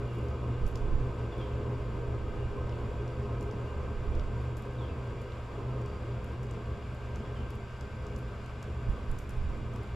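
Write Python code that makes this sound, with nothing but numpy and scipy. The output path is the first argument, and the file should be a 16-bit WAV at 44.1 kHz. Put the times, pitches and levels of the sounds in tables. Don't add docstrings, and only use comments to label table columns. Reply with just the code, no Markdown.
import sys
import numpy as np
from scipy import signal
from scipy.fft import rfft, irfft
from scipy.io import wavfile
from scipy.ndimage import uniform_filter1d

SR = 44100
rng = np.random.default_rng(int(sys.argv[2]) if len(sys.argv) > 2 else 0)


def materialize(psi):
    bounded = np.clip(np.atleast_2d(psi).T, -1, 1)
    quanta = np.round(bounded * 32767).astype(np.int16)
    wavfile.write(sys.argv[1], SR, quanta)


N = 438794
T = np.arange(N) / SR
HZ = np.maximum(np.arange(N // 2 + 1) * SR / N, 1)

# (time [s], level before the common gain [dB], centre [Hz], width [Hz], left minus right [dB])
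TICK_EVENTS = [(0.136, -69, 10500, 7000, -1), (0.152, -69, 10500, 7000, 0), (0.185, -67, 9000, 7000, 0),
               (0.24, -70, 11000, 6000, 0), (0.284, -60, 4500, 4500, 0), (0.665, -55.5, 7200, 6500, -5),
               (0.677, -60, 9500, 14000, 3), (0.686, -67, 12000, 3000, 1), (0.713, -68, 8500, 8000, 1),
               (0.7556, -49.5, 5000, 4600, -1), (0.757, -54, 5800, 6500, -1), (1.38, -66, 9500, 7000, 0),
               (1.413, -51, 3380, 1300, 0), (2.694, -58, 4200, 2200, -3), (2.724, -54, 3120, 1500, -3),
               (3.078, -58.5, 5500, 3400, 0), (3.409, -56.5, 5900, 6000, -1),
               (3.4266, -60, 8500, 11000, -1), (3.511, -58, 5500, 2000, -4), (4.15, -60, 5000, 4000, -12),
               (4.195, -54, 4300, 2600, -2), (4.569, -56, 8500, 18000, 2), (4.576, -66, 7500, 7000, 11),
               (4.581, -63, 11000, 7000, 7), (4.622, -64, 8500, 11000, 0), (5.216, -63, 8500, 9000, -1),
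               (5.32, -53, 3280, 2000, -3), (5.815, -65, 7500, 7000, 0), (5.86, -58, 6300, 4500, -1),
               (6.243, -61, 8700, 11000, 3), (6.431, -59, 7180, 5000, 0), (6.51, -57, 6800, 4000, 0),
               (6.947, -65, 8450, 9000, 1), (7.158, -54, 6000, 6000, 0), (7.504, -56.5, 7200, 12000, 1),
               (7.553, -65, 9580, 10000, 0), (7.81, -55, 5420, 4800, 0), (8.066, -58, 5830, 5030, -2),
               (8.162, -55, 6000, 5000, -1), (8.179, -65, 8000, 9000, 0), (8.187, -61, 9800, 8000, 1),
               (8.46, -61, 6260, 6000, 1), (8.627, -53.5, 6340, 6550, 0), (8.898, -67, 9000, 8000, 2),
               (9.113, -56.5, 7800, 10000, 0), (9.186, -53, 8600, 12900, 0), (9.189, -55, 8600, 12900, 0),
               (9.202, -67, 9800, 7000, 4), (9.293, -56, 8000, 7500, 2), (9.305, -61, 7270, 7000, 3),
               (9.37, -72, 11000, 5000, 3), (9.737, -68, 7500, 8000, 12), (9.76, -59, 7140, 10100, -2),
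               (9.832, -66, 9100, 8400, -3)]


def flame():
    # (time [s], roar [dB], low body of the roar [dB], rumble [dB], drone [dB])
    burning = [(0.0, -43.5, -47, -38.5, -36.5), (0.9, -43.5, -47.5, -39, -37),
               (2.1, -42, -47.5, -38, -37.5), (3.4, -43, -49, -38.5, -38), (3.87, -43, -50, -38, -43.5),
               (4.35, -45.5, -50.5, -39, -36.5), (5.3, -47.5, -53, -43, -43.5), (5.8, -45, -51, -41, -39),
               (6.3, -47.5, -51, -40, -40), (6.9, -48.5, -55.5, -40, -42), (7.35, -49.5, -55, -40.5, -42),
               (7.9, -49.5, -55.5, -41.5, -44.5), (8.9, -50, -55, -39.5, -42), (9.95, -52, -54, -41, -43.5)]
    # (frequency [Hz], width [Hz], relative level [dB])
    pipe_modes = [(407.7, 32.5, 1), (469.7, 55, -5), (508.7, 25, -3.5), (559.2, 15, -7.5), (592, 47, -11.5),
                  (667.8, 12.6, -8), (697, 27, -11), (850, 146, -18.5), (958, 55, -12.5), (1051, 75, -12.5),
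                  (1202, 23, -18.5), (1250, 45, -14), (1331, 28, -21)]
    # (frequency [Hz], width [Hz], relative level [dB])
    body_modes = [(269.6, 51, 0), (319, 49, -1), (345.5, 32, 2.5)]
    # (frequency [Hz], width [Hz], relative level [dB])
    chamber_modes = [(55.8, 16, -5), (71.5, 10.2, -0.5), (94, 22, -11.5)]
    # (frequency [Hz], width [Hz], relative level [dB])
    throb_modes = [(160, 88, -2), (215, 41.4, 0.5)]
    flare_db, flare_per_sunk_db = 0.9, 0.0928
    flicker_db, drone_flare_db = 0.96, 0.26
    rumble_follow, throb_follow, throb_db = 0.67, 0.98, -8.5
    drone_hz, waver_hz, flutter = 119.6, 2.53, 0.37

    roar_db, body_db, rumble_db, drone_db = curves(burning)
    sunk_db = roar_db.max() - roar_db
    flaring = flare()
    surge_db = flaring * (flare_db + flare_per_sunk_db * sunk_db) + flicker_db * walk(9.5)

    pipe = wander(outdoors(resonances(pipe_modes)), share=0.005005)
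    roar = steadied(pipe, seconds=0.44) * undb(roar_db + surge_db)
    body = steadied(outdoors(resonances(body_modes)), seconds=0.44) * undb(body_db + surge_db)

    chamber = steadied(outdoors(resonances(chamber_modes)), seconds=0.59)
    rumble = chamber * undb(rumble_db + rumble_follow * surge_db)
    overtones = steadied(outdoors(resonances(throb_modes)), seconds=0.29)
    throb = overtones * undb(rumble_db + throb_db + throb_follow * surge_db)

    phase = 2 * np.pi * np.cumsum(drone_hz + waver_hz * walk(12.5)) / SR
    singing = steadied(np.sin(phase) * (1 + flutter * walk(11.8)), seconds=0.49)
    drone = singing * undb(drone_db + surge_db + drone_flare_db * flaring)
    return roar + body + rumble + throb + drone


def flare():
    # (time [s], strength [1 lifts the flare from -1 to 1])
    fuel_doses = [(0.0, 0.4), (0.72, 0.59), (1.52, 0.53), (2.42, 0.29), (3.12, 0.93), (3.98, 0.6),
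                  (4.72, 1.37), (5.5, 0.98), (6.27, 0.85), (7.08, 1.3), (7.9, 0.75), (8.68, 0.93),
                  (9.48, 1.1)]
    rise_s, hold_s, fall_s = 0.11, 0.22, 0.27
    corners_s = np.cumsum([0, rise_s, hold_s, fall_s])
    heat = sum(strength * np.interp(T - s, corners_s, [0, 1, 1, 0]) for s, strength in fuel_doses)
    return 2 * heat - 1


def wander(x, share, rate=3.04):
    warped = T + np.cumsum(share * walk(rate)) / SR
    return np.array([np.interp(warped, T, ear, period=N / SR) for ear in x])


def blower():
    # (time [s], frequency [Hz], level before the common trim [dB])
    blade_tone = [(0, 1543, -61), (0.8, 1555, -60), (3.5, 1559, -59.5), (4.7, 1565, -60), (6.0, 1573, -62),
                  (7.5, 1564, -58), (8.8, 1548, -59.5), (9.95, 1556, -61)]
    # (frequency [Hz], relative level per Hz [dB])
    air_colour = [(150, -12.5), (400, -5), (650, 5.5), (850, -0.5), (1150, 3.5), (1500, -1), (1850, -7.5),
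                  (2150, -4.5), (2700, -7.5), (3000, -11), (3400, -11), (4000, -17.5), (5200, -20),
                  (6200, -24.5), (7700, -24.5), (8400, -30.5), (12000, -33), (13100, -43), (14000, -53)]
    # (frequency [Hz], width [Hz], relative level [dB])
    duct_modes = [(1676, 34, 2), (2073, 18, -4), (2274, 10, 3), (2378, 34, 3.5), (2520, 70, -1),
                  (2855, 41, 1.5), (3335, 140, -7), (3795, 70, -11.5), (4690, 220, -11), (5670, 120, -15),
                  (7210, 390, -13.5)]
    air_db, duct_db, tone_trim_db = -52.0, -65.5, -2.5
    waver_hz, flutter = 2.04, 0.056

    air = outdoors(colour(air_colour) * walls(0.12)) * undb(air_db + 0.5 * walk(12))
    duct = outdoors(resonances(duct_modes)) * undb(duct_db + 0.42 * walk(13.0))
    hz, tone_db = curves(blade_tone)
    phase = 2 * np.pi * np.cumsum(hz + waver_hz * walk(13.2)) / SR
    tone = unit(np.sin(phase) * (1 + flutter * walk(27))) * undb(tone_db + tone_trim_db)
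    return air + duct + tone * pan(db=5.0)


def walls(strength, count=6):
    lags_s = rng.uniform(0.003, 0.025, count)
    return np.abs(1 + strength * sum(np.exp(-2j * np.pi * HZ * lag) for lag in lags_s))


def whistles():
    # (time [s], frequency [Hz], level [dB])
    upper_course = [(0, 4710, -86), (2.6, 4710, -85), (5.0, 4710, -84), (5.7, 4700, -83), (5.92, 4690, -73),
                    (6.2, 4720, -83), (6.45, 4780, -87), (6.8, 4970, -80), (8.8, 4970, -81),
                    (9.95, 4940, -86)]
    # (time of the peak [s], rise [s], fall [s], level [dB])
    lower_swells = [(0.23, 0.15, 0.1, -64.5), (0.6, 0.15, 0.12, -66), (2.42, 0.048, 0.048, -61),
                    (3.7, 0.06, 0.06, -64)]
    low_hz, low_width_hz, low_floor_db = 2825, 45, -75
    waver_hz, waver_db = 45, 2.0
    breath_hz = 110

    low = outdoors(resonances([(low_hz, low_width_hz, 0)])) * swells(lower_swells, floor_db=low_floor_db)
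    high_hz, high_db = curves(upper_course)
    phase = 2 * np.pi * np.cumsum(high_hz + waver_hz * walk(4)) / SR
    breathy = walk(breath_hz) * np.sin(phase) + walk(breath_hz) * np.cos(phase)
    return low + breathy * undb(high_db + waver_db * walk(6))


def wind():
    # (frequency [Hz], relative level per Hz [dB])
    wind_colour = [(6, -28), (18, 7.5), (40, -1.5), (65, 0.5), (100, -12.5), (200, -26.5), (500, -50),
                   (1500, -101)]
    # (time of the peak [s], rise [s], fall [s], level [dB])
    gust_swells = [(0.64, 0.022, 0.028, -22), (0.963, 0.16, 0.06, -25), (2.45, 1, 0.5, -39),
                   (4.18, 0.22, 0.12, -29), (8.889, 0.0072, 0.042, -25), (9.103, 0.018, 0.05, -28.5),
                   (9.42, 0.08, 0.15, -30.5)]
    breeze_db, apart_db = -50, -20.0

    eddies = colour(wind_colour)
    shared = steadied(noise(eddies), seconds=0.12) * pan(db=-5.0)
    separate = np.array([noise(eddies), noise(eddies)])
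    return (shared + undb(apart_db) * separate) * swells(gust_swells, floor_db=breeze_db)


def ticks():
    # (frequency [Hz], relative level [dB])
    shared_ring = [(1500, -12), (2800, 6), (4600, -1.5), (5250, 2.5), (6100, -2), (7100, 2), (8500, -6.5),
                   (10500, -3.5), (12300, -1.5), (13200, -6), (14200, -14)]
    rise_s, decay_s, tail_s = 0.0012, 0.0013, 0.037
    tail_db, crumble_db, gain_db = -27, 4, 12.5
    apart = 0.33

    out = np.zeros((2, N))
    age = T[:SR // 10]
    hz = np.maximum(np.fft.rfftfreq(len(age), 1 / SR), 1)
    ring = np.interp(hz, HZ, colour(shared_ring))
    for s, db, centre_hz, width_hz, pan_db in TICK_EVENTS:
        shape = ring / (1 + ((hz ** 2 - centre_hz ** 2) / (hz * width_hz)) ** 2)
        white = rng.standard_normal((2, len(age)))
        mid, side = unit(irfft(shape * rfft(white), len(age)))
        ears = np.array([mid + apart * side, mid - apart * side])

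        knots = np.linspace(0, age[-1], num=30)
        crumbling_db = crumble_db * np.interp(age, knots, rng.standard_normal(size=30))
        tail = undb(tail_db + crumbling_db) * np.exp(-age / tail_s)
        strength = (1 - np.exp(-age / rise_s)) * (np.exp(-age / decay_s) + tail)

        start = int(s * SR)
        out[:, start:start + len(age)] += ears * strength * undb(db + gain_db) * pan(pan_db)
    return out


def crumbs(count=40, size_db=-70, decay_s=0.003, scatter_s=0.12):
    strength = np.zeros(N)
    age = T[:SR // 30]
    for pick, lag, size in rng.random((count, 3)):
        parent_s = TICK_EVENTS[int(pick * len(TICK_EVENTS))][0]
        s = parent_s + scatter_s * np.log(lag / (1 - lag))
        start = int(s * SR) % (N - len(age))
        strength[start:start + len(age)] += undb(size_db) * (0.5 + size) * np.exp(-age / decay_s)
    grit = outdoors(colour([(2000, -10), (5000, 4), (12000, -4), (14000, -24)]))
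    return strength * grit * pan(db=3)


def bird():
    # (time [s], length [s], end pitch [Hz], fall [share of end pitch], peak level [dB])
    bird_notes = [(1.316, 0.03, 3330, 0.1, -57), (1.381, 0.073, 3130, 0.14, -55),
                  (1.51, 0.04, 2580, 0.061, -57.5), (4.743, 0.02, 3260, 0.07, -59),
                  (4.78, 0.088, 3060, 0.27, -57.5), (4.882, 0.026, 2600, 0.05, -54),
                  (7.244, 0.026, 3240, 0.1, -60), (7.352, 0.04, 2920, 0.17, -58),
                  (7.405, 0.045, 2760, 0.025, -61)]
    bend, warble, rough = 1.72, 0.0043, 0.26
    echo_db, echo_lag_s, echo_decay_s = -1.5, 0.016, 0.06

    song, quiver, rasp = np.zeros(N), walk(121), walk(150)
    for s, length, end_hz, fall, db in bird_notes:
        u = np.linspace(0, 1, int(length * SR))
        note = slice(int(s * SR), int(s * SR) + len(u))
        hz = end_hz * (1 + fall * (1 - u) ** bend) * (1 + warble * quiver[note])
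        strength = undb(db) * np.sqrt(np.abs(np.sin(np.pi * u))) * (1 + rough * rasp[note])
        song[note] += strength * np.sin(2 * np.pi * np.cumsum(hz) / SR)

    age = T[:SR // 2] - echo_lag_s
    decay = (age > 0) * np.exp(-age / echo_decay_s) / np.sqrt(echo_decay_s * SR / 2)
    yards = rng.standard_normal((2, len(age))) * decay
    echo = signal.fftconvolve(song[None], yards, axes=1)[:, :N]
    return song + undb(echo_db) * echo


def undb(db):
    return 10 ** (np.asarray(db) / 20)


def unit(x):
    return x / np.sqrt(np.mean(x ** 2))


def curves(table):
    s, *columns = np.transpose(table)
    return [np.interp(T, s, c) for c in columns]


def colour(points):
    hz, db = np.transpose(points)
    return undb(np.interp(np.log(HZ), np.log(hz), db))


def resonances(modes):
    power = 0
    for hz, width, db in modes:
        detuning = (HZ ** 2 - hz ** 2) / (HZ * width)
        power = power + (undb(db) / (1 + detuning ** 2)) ** 2
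    return np.sqrt(power)


def noise(gain):
    spectrum = rng.standard_normal(len(HZ)) + 1j * rng.standard_normal(len(HZ))
    return unit(irfft(gain * spectrum, N))


def walk(rate):
    return noise(np.exp(-(HZ / rate) ** 2))


def outdoors(gain):
    # (frequency [Hz], side minus mid [dB])
    side_colour = [(60, -50), (120, -19), (350, -16.5), (700, -12.5), (1400, -9.5), (3000, -9),
                   (6000, -9.5), (10000, -9.5), (13000, -1)]
    scattered = gain * colour(side_colour)
    side = noise(scattered) * np.sqrt(np.sum(scattered ** 2) / np.sum(gain ** 2))
    return noise(gain) + np.array([[1], [-1]]) * side


def pan(db):
    return undb(np.array([[db], [-db]]) / 2)


def steadied(x, seconds):
    power = np.mean(np.atleast_2d(x) ** 2, axis=0)
    return x / np.sqrt(uniform_filter1d(power, int(seconds * SR)))


def swells(table, floor_db):
    power = undb(floor_db) ** 2
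    for s, rise_s, fall_s, db in table:
        distance = np.maximum((s - T) / rise_s, (T - s) / fall_s)
        power = power + (undb(db) * np.exp(-distance)) ** 2
    return np.sqrt(power)


def scene():
    return flame() + blower() + whistles() + wind() + ticks() + crumbs() + bird()


def record(dry):
    lean = colour([(7000, 0), (10000, 0.85), (13000, 2.0)])
    ports = irfft(rfft(dry) * np.array([lean, 1 / lean]), N)
    top_hz = 14100
    return signal.sosfilt(signal.ellip(8, 0.2, 70, top_hz, fs=SR, output="sos"), ports)


dry = scene()
out = record(dry)
materialize(out)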